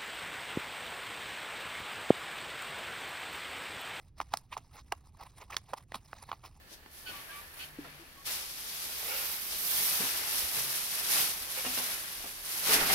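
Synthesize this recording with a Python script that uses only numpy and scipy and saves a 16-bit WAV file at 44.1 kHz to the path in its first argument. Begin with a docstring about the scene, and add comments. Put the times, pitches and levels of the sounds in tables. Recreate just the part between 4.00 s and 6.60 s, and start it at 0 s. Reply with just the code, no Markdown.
"""A grainy rustle and a short papery flap: worn banknotes are thumbed from hand to hand at an
uneven pace, often about 0.2 s apart. Notes rustle as they slide over the stack and flap as they snap
free, with brief buzzes of buckling paper and soft thuds of handling. A small room adds a faint echo
and a low rumble. Two closely spaced microphone openings pick it all up."""
import sys
import numpy as np
from scipy import signal
from scipy.fft import rfft, irfft
from scipy.io import wavfile
from scipy.ndimage import uniform_filter1d

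SR = 44100
rng = np.random.default_rng(int(sys.argv[2]) if len(sys.argv) > 2 else 0)


def waveform_to_disk(signal):
    """Save audio, clipped to [-1, 1], as 16-bit WAV at the path in sys.argv[1]."""
    frames = np.transpose(np.atleast_2d(signal))
    scaled = np.clip(frames, -1, 1) * 32767
    samples = np.round(scaled).astype(np.int16)
    wavfile.write(sys.argv[1], SR, samples)


N = 114660  # 2.6 s

# Tones of a shaking sheet, its hissing fibres and the dull crack of worn paper: pitch_hz, level_db
FLUTTER_TONE = [(150, -16.5), (550, -10.5), (800, -1.5), (1150, -1.5), (1550, -16), (2200, -18.5),
                (5000, -31)]
HISS_TONE = [(2500, -47), (5000, 2), (7000, 0), (10000, -0.5), (13000, -6.5), (16500, -9.5)]
CRACK_TONE = [(4200, -13.5), (6000, -13.5), (9000, -23.5), (14000, -40)]
# Notes snapping free: peak_s, flap_db, flap_hz, flap_ms, crack_db, crack_hz, tick_db
SNAPS = [ (0.203, -20.5, 1144, 0.95, -31, 1850, -60), (0.2139, -33.5, 1120, 2, -37.5, 2300, -64),
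         (0.3386, -23.5, 1240, 1.38, -29, 3230, -30), (0.3394, -21.5, 825, 2.14, -30.5, 2000, -43),
         (0.3726, -41, 1540, 0.49, -36.5, 4150, -31.5), (.5693, -27.5, 1025, 1.6, -44.5, 3030, -70),
         (0.9226, -24, 1280, 0.48, -28, 2900, -34), (0.9245, -25.5, 844, 3.35, -31, 1530, -35),
         (1.5443, -36.5, 1190, 1.5, -38, 2500, -62), (1.5678, -24.5, 1460, 0.5, -21, 4200, -29.5),
         (1.7353, -24, 945, 1, -34.5, 1350, -42.5), (1.7393, -30.5, 1054, 2.9, -41, 2330, -44),
         (1.921, -30, 835, 0.46, -37.5, 1920, -50), (1.9450, -26.5, 1083, 1.35, -34, 2610, -41),
         (1.9565, -39.5, 1110, 1.6, -42.5, 2930, -42), (2.1316, -28, 1300, 0.59, -43, 1910, -77),
         (2.3171, -22.5, 1056, 0.86, -36.5, 2500, -71), (2.3295, -32.5, 1060, 0.95, -47, 2280, -63), ]


def snaps(size=4096):
    """A note springs free: the sheet flaps, puffs air and shivers, its crease cracks, its edge ticks."""
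    fall_octaves, puff_s = 0.53, 0.00048
    puff_db, shiver_db, crease_db = -15.5, -14, -8
    crack_lead_s, crack_rise_s, crack_fade_s = 0.00037, 0.00044, 0.0014
    out = np.zeros(N)
    for at, flap_db, flap_hz, flap_ms, crack_db, crack_hz, tick_db in SNAPS:
        start = int(at * SR) - size // 4
        t = (start + np.arange(size)) / SR - at
        age = t * 1000 / flap_ms  # in flap lengths
        noise = rng.standard_normal((3, size))
        # Short bending waves arrive first, so the pitch falls.
        pitch = flap_hz * 2 ** (-fall_octaves * np.tanh(age / 2))
        turns = np.cumsum(pitch) / SR
        flap = np.cos(2 * np.pi * (turns - np.interp(0, t, turns))) * np.exp(-np.abs(age) ** 1.59)
        push = t / puff_s - 2
        puff = 2 * push * np.exp(-push ** 2)
        shiver_shape = np.exp(-np.abs(age - 1) / 2.2) / (1 + np.exp(-2 * np.maximum(age, -10)))
        shiver = burst(colour(noise[0], FLUTTER_TONE), shiver_shape)
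        since = t + crack_lead_s
        spike = np.exp(-np.abs(since) / np.where(since < 0, crack_rise_s, crack_fade_s))
        crack = burst(colour(resonance(noise[1], crack_hz, width_octaves=0.56), CRACK_TONE), spike)
        crack += undb(crease_db) * spike * np.sin(2 * np.pi * (crack_hz * t + rng.random()))
        tick = burst(colour(noise[2], HISS_TONE), spike)
        sheet = flap + undb(puff_db) * puff + undb(shiver_db) * shiver
        out[start:start + size] += undb(flap_db) * sheet + undb(crack_db) * crack + undb(tick_db) * tick
    return out


# Tone of paper scraping: pitch_hz, level_db
RASP_TONE = [(600, -18), (1400, -7), (2000, 1.5), (2600, 0), (3200, -4), (3900, 1), (5400, -4.5),
             (7000, -17), (11000, -14.5)]
# Thumbs resting between strokes: middle_s, flutter_and_rasp_dip_db, hiss_dip_db
PAUSES = [(0.115, -23, -32), (0.146, -23, -29), (.48, -10, -11), (.837, -14, -11), (1.119, -13, -17),
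          (1.865, -39, -22)]
# Paper sliding over paper: peak_s, fade_ms, flutter_db, hiss_db
SLIDES = [ (.19, 13, -61, -62.5), (0.217, 5.7, -48, -56.5), (0.338, 12, -46.5, -55.5),
          (0.376, 12.2, -65, -58.5), (.533, 9.8, -45, -50), (0.578, 3.8, -45, -55.5),
          (.768, 23.4, -54.5, -57), (1.212, 19.7, -49, -65.5), (1.233, 4.1, -47, -53),
          (1.262, 6.9, -53.5, -68.5), (1.382, 12.5, -55.5, -58.5), (1.42, 10.9, -49.5, -59),
          (1.506, 5.2, -48.5, -58.5), (1.533, 14.6, -50, -58), (1.576, 5.6, -50.5, -48),
          (1.698, 15.3, -58, -63.5), (1.781, 9.5, -51.5, -56), (1.953, 11.4, -45, -52),
          (2.16, 81, -64, -65), (2.227, 5, -50, -54), (2.293, 7, -50.5, -63), (2.332, 6.4, -42.5, -70),
          (2.444, 10.6, -51.5, -71), (2.462, 12.3, -56, -58.5), ]


def slides():
    """Each slide swells and fades; rubbing fibres make the sheet flutter, rasp and hiss."""
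    touch_db = (-73, -75.5, -74)  # light touch between slides: flutter, rasp, hiss
    half_pause_s, rise_over_fade = 0.019, 0.65
    t = np.arange(N) / SR
    stick_slip = unit(undb(2.5 * wander(rate_hz=230)))
    dips = undb(sum(db * np.exp(-((t - at) / half_pause_s) ** 2) for at, db, _ in PAUSES))
    hiss_dips = undb(sum(db * np.exp(-((t - at) / half_pause_s) ** 2) for at, _, db in PAUSES))
    touch = undb(1.5 * wander(rate_hz=40))
    layers = (FLUTTER_TONE, dips), (RASP_TONE, dips), (HISS_TONE, hiss_dips)
    out = np.zeros(N)
    for layer, (tone, moving) in enumerate(layers):
        power = (touch * undb(touch_db[layer])) ** 2
        for at, fade_ms, flutter_db, hiss_db in SLIDES:
            level_db = (flutter_db, (flutter_db + hiss_db) / 2, hiss_db)[layer]
            from_peak = np.maximum(t - at, (at - t) / rise_over_fade) / (fade_ms / 1000)
            power += undb(level_db) ** 2 * np.exp(-from_peak ** 1.43)
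        out += moving * np.sqrt(power) * colour(fibres(), tone)
    return crinkle(out * stick_slip)


def fibres(clicks_per_s=7000, spread_db=5):
    """Paper fibres catch and let go in a stream of tiny clicks."""
    hit = rng.random(N) < clicks_per_s / SR
    strength = undb(spread_db * np.clip(rng.standard_normal(N), -2, 2))
    return hit * strength * np.sign(rng.standard_normal(N))


def crinkle(x, swing_db=3.5):
    """As the sheet changes shape, each third of an octave swells and fades on its own."""
    thirds = 3 * np.log2(np.fft.rfftfreq(N, 1 / SR) + 1)
    spectrum = rfft(x)
    bands = (irfft(spectrum * np.maximum(1 - np.abs(thirds - k), 0), N) for k in range(19, 44))
    return sum(band * undb(swing_db * wander(rate_hz=90)) for band in bands) / undb(swing_db / 4)


# Buzzes of buckling paper and soft low thuds of handling: peak_s, fade_ms, level_db, pitch_hz
BUZZES_AND_THUDS = [ (0.533, 9.7, -44, 2440), (0.925, 3.9, -46, 356), (1.507, 6.4, -45, 1230),
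                    (1.5303, 6.4, -42, 2150), (1.735, 4.6, -41, 512), (1.959, 7.3, -53, 217), ]


def buzzes_and_thuds():
    """Buckling paper buzzes and handling thuds softly, each a brief noise around one pitch."""
    t = np.arange(N) / SR
    out = np.zeros(N)
    for at, fade_ms, level_db, pitch_hz in BUZZES_AND_THUDS:
        ring = resonance(rng.standard_normal(N), pitch_hz, width_octaves=0.33)
        swell = np.exp(-((t - at) * 1000 / fade_ms) ** 2)
        out += undb(level_db) * burst(ring, swell)
    return out


def wall_echo(x, level_db=-27, fade_s=0.18):
    """The walls send back a faint, short echo, different on the left and right."""
    tails = rng.standard_normal((2, N)) * undb(-60 * np.arange(N) / SR / fade_s)
    return undb(level_db) * signal.fftconvolve(x[None], tails / np.linalg.norm(tails[0]))[:, :N]


# Tone of the room's rumble and air: pitch_hz, level_db
ROOM_TONE = [(20, -8.5), (62, 0), (118, -4.5), (165, -12.5), (420, -28.5), (1000, -42), (16000, -59)]


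def room_rumble(level_db=-58.5):
    """The quiet room makes a steady, low noise."""
    return undb(level_db) * colour(rng.standard_normal(N), ROOM_TONE)


def undb(db):
    """Turn decibels into a number to multiply by."""
    return 10 ** (np.asarray(db) / 20)


def unit(x):
    """Scale a sound to an average power of 1."""
    return x / np.sqrt(np.mean(x ** 2))


def pitch_curve(points, size):
    """Join (pitch_hz, value) points into a curve across all pitches."""
    hz, value = np.array(points).T
    return np.interp(np.log(np.fft.rfftfreq(size, 1 / SR) + 1), np.log(hz), value)


def colour(x, tone):
    """Shape a sound's lows and highs with a tone table, at power 1."""
    return unit(irfft(rfft(x) * undb(pitch_curve(tone, len(x))), len(x)))


def resonance(noise, hz, width_octaves):
    """Keep mostly the noise near one pitch."""
    octaves = np.log2((np.fft.rfftfreq(len(noise), 1 / SR) + 1) / hz)
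    return irfft(rfft(noise) / (1 + (octaves / width_octaves) ** 2), len(noise))


def wander(rate_hz):
    """Glide between random values of typical size 1."""
    step = max(int(SR / rate_hz), 2)
    return unit(uniform_filter1d(rng.standard_normal(N)[np.arange(N) // step], step))


def burst(noise, shape):
    """Make noise follow a loudness shape and carry its energy."""
    return unit(noise * shape) * np.sqrt(np.mean(shape ** 2))


def scene():
    """The notes, their echo and the rumble of the room."""
    paper = slides() + snaps() + buzzes_and_thuds()
    rumble = room_rumble()
    return paper + wall_echo(paper) + rumble


# How far the left microphone opening's wave leads the right: pitch_hz, lead_radians
LEFT_LEAD = [(0, 0), (520, .3), (1640, .1), (3100, .8), (5080, .1), (7300, 3.14), (16000, 11.9)]
# Level between the two openings: pitch_hz, left_minus_right_db
BALANCE = [(60, -1), (300, -7), (1000, -2.9), (2200, -2), (8000, -0.6)]


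def record(dry, top_hz=16000):
    """The two openings differ in timing and level; the highest treble is cut."""
    phase = np.interp(np.fft.rfftfreq(N, 1 / SR), *np.array(LEFT_LEAD).T)
    side = np.array([[1], [-1]]) / 2
    gain = undb(side * pitch_curve(BALANCE, N))
    stereo = irfft(rfft(dry) * gain * np.exp(1j * side * phase), N)
    return signal.sosfilt(signal.ellip(8, .2, 70, top_hz, fs=SR, output="sos"), stereo)


dry = scene()
out = record(dry)
waveform_to_disk(out)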